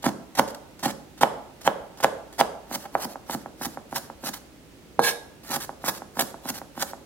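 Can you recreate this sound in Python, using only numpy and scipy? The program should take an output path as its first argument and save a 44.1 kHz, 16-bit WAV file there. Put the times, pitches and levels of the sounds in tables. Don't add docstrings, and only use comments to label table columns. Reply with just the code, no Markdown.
import sys
import numpy as np
from scipy import signal
from scipy.fft import rfft, irfft, next_fast_len
from scipy.io import wavfile

SR = 44100
rng = np.random.default_rng(int(sys.argv[2]) if len(sys.argv) > 2 else 0)


def store_pcm(level_fs):
    pcm = np.round(np.clip(level_fs, -1, 1) * 32767).astype(np.int16)
    wavfile.write(sys.argv[1], SR, np.atleast_2d(pcm).T)


N = 310905
T = np.arange(N) / SR


def from_db(db):
    return 10 ** (np.asarray(db) / 20)


def rms_one(x):
    return x / np.sqrt(np.mean(x ** 2) + 1e-20)


def at_hz(points, hz):
    table = np.array(points)
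    return np.interp(np.log(np.maximum(hz, 1)), np.log(table[:, 0]), table[:, 1])


def butter(x, hz, kind, order=2):
    sos = signal.butter(order, np.clip(hz, 10, .45 * SR), kind, fs=SR, output="sos")
    return signal.sosfilt(sos, x)


def colour(x, spectrum):
    size = next_fast_len(N)
    gain = from_db(at_hz(spectrum, np.fft.rfftfreq(size, 1 / SR)))
    return rms_one(irfft(rfft(x, size) * gain, size)[..., :N])


def drift(rate):
    return np.interp(T * rate, np.arange(N // 10), rng.standard_normal(N // 10))


def delayed(x, lag_s):
    return np.interp(T - lag_s, T, x)


def add(out, s, sound):
    i = max(round(s * SR), 0)
    out[i:i + len(sound)] += sound[:max(N - i, 0)]


def ring(force, hz, t60):
    r, w = from_db(-60 / (t60 * SR)), 2 * np.pi * hz / SR
    return signal.lfilter([1 / 2, 0, -1 / 2], [1, -2 * r * np.cos(w), r * r], force + 1e-18)


def grains(per_s, spread_db):
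    sizes = from_db(spread_db * np.minimum(rng.exponential(1, N), 4)) * rng.choice([-1, 1], N)
    return rms_one(sizes * (rng.random(N) < per_s / SR))


# (frequency [Hz], left-right correlation [-1 to 1])
MIC_LIKENESS = [(50, 0.49), (300, 0.73), (1000, 0.39), (2500, 0), (5000, 0.021), (15000, 0)]


def diffuse(size):
    mid, side = rfft(rng.standard_normal((2, size)))
    alike = np.clip(at_hz(MIC_LIKENESS, np.fft.rfftfreq(size, 1 / SR)), -1, 1)
    shared = np.sqrt((1 + alike) / 2) * mid
    opposed = np.sqrt((1 - alike) / 2) * side * [[1], [-1]]
    return irfft(shared + opposed, size)


# (frequency [Hz], relative level [dB])
AIR_SPECTRUM = [(20, -21), (40, -3.5), (70, 2.5), (105, -1), (150, 2.5), (200, 0.5), (280, 3.5), (480, -4),
                (1000, -14), (2500, -15.5), (8000, -22.5), (14000, -26.5)]


def background(air_db=-50, hum_hz=60, hum_db=-62):
    air = colour(diffuse(next_fast_len(N)), AIR_SPECTRUM)
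    hum = np.sin(2 * np.pi * hum_hz * T)
    return from_db(air_db) * air + from_db(hum_db) * hum


# (frequency [Hz], level against the knife's own sound [dB])
TAIL_LEVEL = [(100, -7), (250, -5), (550, -2.5), (850, -12), (1300, -10), (2300, -16), (5000, -11),
              (12000, -8)]
# (frequency [Hz], time to fall 60 dB [s])
TAIL_T60 = [(100, 0.45), (450, 0.59), (800, 0.66), (1600, 0.57), (4000, 0.45), (9000, 0.45), (15000, 0.15)]
# (delay [s], level [dB])
WALL_ECHOES = [(.0075, -17), (0.0248, -25.5), (0.0525, -43)]


def kitchen(x, build_s=0.0027, echo_hz=2500):
    t, edges = T[:SR], np.geomspace(60, 18000, 15)
    noise, hz, response = rfft(diffuse(SR)), np.fft.rfftfreq(SR, 1 / SR), np.zeros((2, SR))
    for low, high in zip(edges, edges[1:]):
        in_band = (hz >= low) * (hz < high)
        band = irfft(noise * in_band * from_db(at_hz(TAIL_LEVEL, hz)), SR)
        t60 = at_hz(TAIL_T60, np.sqrt(low * high))
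        decay = from_db(-60 * t / t60) * (1 - np.exp(-t / build_s))
        response += band * decay / np.linalg.norm(decay)
    for s, db in WALL_ECHOES:
        echo = signal.unit_impulse(SR, round(s * SR))
        response += from_db(db) * butter(echo, echo_hz, "low", order=1)
    return signal.fftconvolve(x[None], response, axes=1)[:, :N]


# (frequency [Hz], relative level when rubbed [dB], time to fall 60 dB [s])
BLADE_MODES = [(475, -28, 0.17), (836, -3, 0.011), (1576, -9, 0.13), (1643, -0.5, 0.073),
               (2243, -10, 0.079), (3720, -15, 0.39), (4180, -6.5, 0.071), (5340, -7.5, 0.037),
               (6200, -8.5, 0.068), (8550, -20, .06), (9600, -19, 0.093), (11200, -25, .08)]
# (frequency [Hz], relative level [dB])
RUB_SPECTRUM = [(200, -1), (700, -11), (1500, 6.5), (2800, 7.5), (4200, 9.5), (6000, 3), (9000, 3),
                (12500, 4), (15500, -2)]
SET_DOWN_S = 4.9925
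SCUFF_DB, SCUFF_S = -34, .009
SKID_S, SKID_DB, SKID_ATTACK_S, SKID_HOLD_S, SKID_RELEASE_S = 5.012, -25, 0.032, 0.051, 0.016


def scrape(rub_db=-1.0, blade_db=-4, bend_db=-18):
    rubbing, t = np.zeros(N), T[:SR // 2]
    release = np.exp(-np.maximum(t - SKID_ATTACK_S - SKID_HOLD_S, 0) / SKID_RELEASE_S)
    skid = np.minimum(t / SKID_ATTACK_S, 1) * release
    add(rubbing, SET_DOWN_S, from_db(SCUFF_DB) * np.exp(-t / SCUFF_S))
    add(rubbing, SKID_S, from_db(SKID_DB) * skid)
    slips = grains(per_s=7400, spread_db=0.5) * from_db(2.0 * drift(300))
    steel = np.zeros(N)
    for hz, db, t60 in BLADE_MODES:
        build_up = np.sqrt(t60 * SR / (4 * np.log(1000)))
        steel += from_db(db) * ring(slips * rubbing, hz, t60) / build_up
    steel = delayed(steel, .00015 * drift(35))
    out = from_db(rub_db) * rubbing * colour(slips, RUB_SPECTRUM) + from_db(blade_db) * steel
    bend_hz, _, bend_t60 = BLADE_MODES[0]
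    add(out, SET_DOWN_S, from_db(bend_db) * ring(signal.unit_impulse(SR), bend_hz, bend_t60))
    return out


# (time the edge meets the board [s], blow [dB], thump [dB], time in the stalks [s], crunch [dB],
# swell of the crunch [dB], lead by which it grazes the pile earlier [s], graze [dB]); all levels relative
FREE_CHOPS = [(0.0649, -8.5, 4.5, 0.024, -25, 9.5, 0.043, -35.5),
              (.3948, -2, 0, 0.025, -21, 14.5, 0.045, -27), (0.86, -16, 0.5, 0.033, -25, 5, 0.07, -38.5),
              (1.2334, 2.5, -2.5, 0.025, -25.5, 4, 0.058, -41),
              (1.6764, 1, -5, 0.032, -25.5, 13.5, .067, -37),
              (2.0447, 2, -5, 0.019, -22.5, 5, 0.073, -39.5), (2.4111, 1, -5.5, 0.031, -25, 12, 0.086, -42)]
CHOP_FORCE_DB, GRAZE_FORCE_DB = 10.5, 1
GRAZE_S, GRAZE_FADE_DB = 0.017, 12.5
# (time the edge touches down [s], touch [dB], time to press through [s], crunch [dB],
# swell of the crunch [dB], closing knock [dB], thump [dB], drag on lifting [dB]); all levels relative
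ROCKING_CUTS = [(2.713, -22, 0.045, -28.5, 14, -23.5, -12, -47.5),
                (2.9523, -5, 0.1, -33, 26, -23.5, -8, -47),
                (3.2968, -18, 0.052, -32.5, 4.5, -17.5, -3.5, -57),
                (3.613, -20, 0.052, -31, 4, -27, -7.5, -52.5),
                (3.927, -19.5, .056, -29.5, 25, -36, -27, -53),
                (4.238, -25.5, 0.055, -30.5, 5.5, -37, -14, -44),
                (5.502, -27, 0.064, -28, 4, -20.5, -9.5, -36.5),
                (5.841, -18.5, 0.057, -25.5, 13, -27, -21, -43.5),
                (6.171, -20.5, 0.053, -26, 17, -25, -6, -48), (6.456, -26, 0.047, -30, 18, -30, -8.5, -39),
                (6.777, -24.5, 0.053, -27.5, 24, -16.5, -18, -44.5)]
ROCK_FORCE_DB, ROCK_CREST = 2, 0.73
BRUSH_S, BRUSH_DB, BRUSH_SWELL_DB, BRUSH_FORCE_DB = 0.041, -44, 20.5, 6.5
DRAG_AFTER_S, DRAG_S, DRAG_FADE_DB, DRAG_FORCE_DB = 0.035, 0.049, 1.5, 0
# (time [s], crunch [dB], jolt to the board [dB]); levels relative
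STALK_SNAPS = [(.0411, -29, -17), (.544, -30, -45), (2.003, -27, -23.5), (2.399, -28, -11),
               (3.957, -22.5, -31), (4.336, -30, -39), (5.8825, -29.5, -13.5), (6.192, -18, -12),
               (6.205, -17.5, -14.5), (6.488, -25.5, -32)]
SNAP_S, SNAP_FORCE_DB = 0.004, -4
# (time [s], length [s], crunch [dB], share passed to the board [dB]); levels relative
PILE_RUSTLES = [(0.063, 0.03, -38.5, 12.5), (.475, 0.033, -39, -12), (0.858, 0.053, -36, 8.5),
                (2.838, 0.024, -51.5, 19.5), (5.432, 0.062, -47, 0)]


def bites():
    rows = []
    for s, _, _, cut_s, db, swell_db, lead_s, graze_db in FREE_CHOPS:
        crackle_db = graze_db - GRAZE_FADE_DB
        rows += [(s - lead_s, lead_s - cut_s, crackle_db, -GRAZE_FADE_DB, GRAZE_S, GRAZE_FORCE_DB),
                 (s - cut_s, cut_s, db, swell_db, cut_s, CHOP_FORCE_DB)]
    for s, _, press_s, db, swell_db, _, _, drag_db in ROCKING_CUTS:
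        lift_s = s + press_s + DRAG_AFTER_S
        rows += [(s - BRUSH_S, BRUSH_S, BRUSH_DB, BRUSH_SWELL_DB, BRUSH_S, BRUSH_FORCE_DB),
                 (s, press_s, db, swell_db, ROCK_CREST * press_s, ROCK_FORCE_DB),
                 (lift_s, DRAG_S, drag_db, -DRAG_FADE_DB, DRAG_S, DRAG_FORCE_DB)]
    rows += [(s, SNAP_S, db, 0, SNAP_S, SNAP_FORCE_DB) for s, db, _ in STALK_SNAPS]
    return rows + [(s, length, db, 0, length, force_db) for s, length, db, force_db in PILE_RUSTLES]


# (frequency [Hz], relative level per Hz [dB])
CRUNCH_SPECTRUM = [(150, -17), (500, -7), (900, 6), (1650, 12), (2400, 3), (4000, 7.5), (6000, 7.5),
                   (9000, 2.5), (12500, 1.5), (15500, 0.5)]
# (frequency [Hz], relative level [dB], time to fall 60 dB [s])
BOARD_MODES = [(470, -16.5, 0.024), (581, -17, 0.031), (674, -16, 0.037), (797, -3, 0.018),
               (909, -15.5, 0.023), (1094, -28.5, 0.035), (1310, -21, 0.024), (1540, -19, 0.01),
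               (1950, -48, 0.0021), (2870, -12, 0.004)]
# (frequency [Hz], relative level [dB], time to fall 60 dB [s])
TABLE_MODES = [(138.6, -32, 0.085), (173, -27.5, 0.066), (226.2, -18, 0.06), (272, -17.5, 0.037),
               (357.6, -18.5, 0.034)]
ROCKING_S = 2.6


def cuts(bite_s=0.0029, release_s=0.0027, clump_db=3.0, board_db=-21, table_db=-2.5, soft_hz=2000,
         slice_db=-4, slice_hz=10500):
    loud, push, t = np.zeros(N), np.zeros(N), T[:SR // 6]
    for s, length, db, swell_db, swell_s, force_db in bites():
        level = from_db(db + swell_db * (np.minimum(t / swell_s, 1) - 1))
        stroke = level * (1 - np.exp(-t / bite_s)) * np.exp(-np.maximum(t - length, 0) / release_s)
        add(loud, s, stroke)
        add(push, s, stroke * from_db(force_db))
    clumps = rms_one(from_db(clump_db * drift(320)))
    crunch = colour(grains(per_s=12000, spread_db=3.5) * clumps, CRUNCH_SPECTRUM)
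    hiss = rms_one(butter(rng.standard_normal(N), slice_hz, "high", order=4))
    slicing = (T > ROCKING_S) * hiss
    jolts = butter(grains(per_s=1800, spread_db=0.5) * clumps * push, soft_hz, "low", order=1)
    plate = sum(from_db(db) * ring(jolts, hz, t60) for hz, db, t60 in BOARD_MODES)
    thump = sum(from_db(db) * ring(jolts, hz, t60) for hz, db, t60 in TABLE_MODES)
    drumming = plate + from_db(table_db) * thump
    return loud * (crunch + from_db(slice_db) * slicing) + from_db(board_db) * drumming


def cracks(low_hz=2200, decay_s=0.00061, crack_db=-24.5):
    out, t = np.zeros(N), T[:SR // 50]
    for s, blow_db, *_ in FREE_CHOPS:
        burst = rng.standard_normal(len(t)) * np.exp(-t / decay_s)
        add(out, s, from_db(blow_db + crack_db) * butter(burst, low_hz, "high"))
    return out


# (time [s], relative level [dB])
LIGHT_TAPS = [(3.157, -24.5), (3.46, -25), (3.773, -22.5), (4.1, -26), (5.693, -23), (6.02, -26.5),
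              (6.343, -27.5), (6.616, -26), (6.934, -24.5)]
TAP_DB, TAP_THUMP_DB, TAP_HZ = 3, -21.5, 1740
CHOP_HZ, DB_PER_OCTAVE = 3170, 17
TOUCH_HZ, TOUCH_THUMP_DB, CLOSE_HZ = 2000, -12.5, 1590
SNAP_HZ, SNAP_THUMP_DB = 3050, -0.5
SET_DOWN_DB, SET_DOWN_THUMP_DB, SET_DOWN_HZ = -1.5, -1, 1620


def blows():
    rows = [(SET_DOWN_S, SET_DOWN_DB, SET_DOWN_THUMP_DB, SET_DOWN_HZ)]
    for s, db, thump_db, *_ in FREE_CHOPS:
        rows.append((s, db, thump_db, CHOP_HZ * 2 ** (db / DB_PER_OCTAVE)))
    for s, touch_db, press_s, _, _, close_db, thump_db, _ in ROCKING_CUTS:
        rows += [(s, touch_db, TOUCH_THUMP_DB, TOUCH_HZ), (s + press_s, close_db, thump_db, CLOSE_HZ)]
    rows += [(s, db + TAP_DB, TAP_THUMP_DB, TAP_HZ) for s, db in LIGHT_TAPS]
    return rows + [(s, db, db + SNAP_THUMP_DB, SNAP_HZ) for s, _, db in STALK_SNAPS]


def knocks(cushion=0.16, thump_gain_db=4.0, plate_bass_hz=230, thump_lead_s=0.00487):
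    out, click = np.zeros(N), signal.unit_impulse(SR // 4)
    for s, db, thump_db, bright_hz in blows():
        force = butter(click, bright_hz, "low", order=4)
        plate = np.zeros(len(click))
        for hz, mode_db, t60 in BOARD_MODES:
            spot_db, detune = rng.standard_normal(2) * [1.6, .025]
            plate += from_db(mode_db + spot_db) * ring(force, hz * (1 + detune), t60)
        plate = butter(plate, plate_bass_hz, "high", order=1)
        soft_force = butter(click, cushion * bright_hz, "low")
        thump = np.zeros(len(click))
        for k, (hz, mode_db, t60) in enumerate(TABLE_MODES):
            thump += (-1) ** k * from_db(mode_db) * ring(soft_force, hz, t60)
        add(out, s, from_db(db) * plate)
        add(out, s - thump_lead_s, from_db(thump_db + thump_gain_db) * thump)
    return out


def microphones(x, lag_s=.00009, left_db=-2.0, right_db=1.5, scatter_hz=2500, scatter_db=-10, count=4):
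    direct = np.array([from_db(left_db) * x, from_db(right_db) * delayed(x, lag_s)])
    treble = butter(x, scatter_hz, "high")
    glancing = np.zeros((2, N))
    for side, paths_s in enumerate(rng.uniform(.0005, .0025, (2, count))):
        for path_s in paths_s:
            glancing[side] += delayed(treble, path_s + .0002 * drift(5))
    return direct + from_db(scatter_db) * glancing


def scene(bass_hz=90):
    close_sound = knocks() + cracks() + from_db(-1.5) * cuts() + scrape()
    knife = butter(close_sound, bass_hz, "high", order=1)
    surroundings = kitchen(knife) + background()
    return microphones(knife) + surroundings * from_db([[-1.0], [1.0]])


def record(dry, top=1.0, cutoff_hz=16000):
    squashed = dry / (1 + (dry / top) ** 6) ** (1 / 6)
    sos = signal.ellip(10, .05, 60, cutoff_hz, fs=SR, output="sos")
    return signal.sosfilt(sos, squashed)


dry = scene()
out = record(dry)
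store_pcm(out)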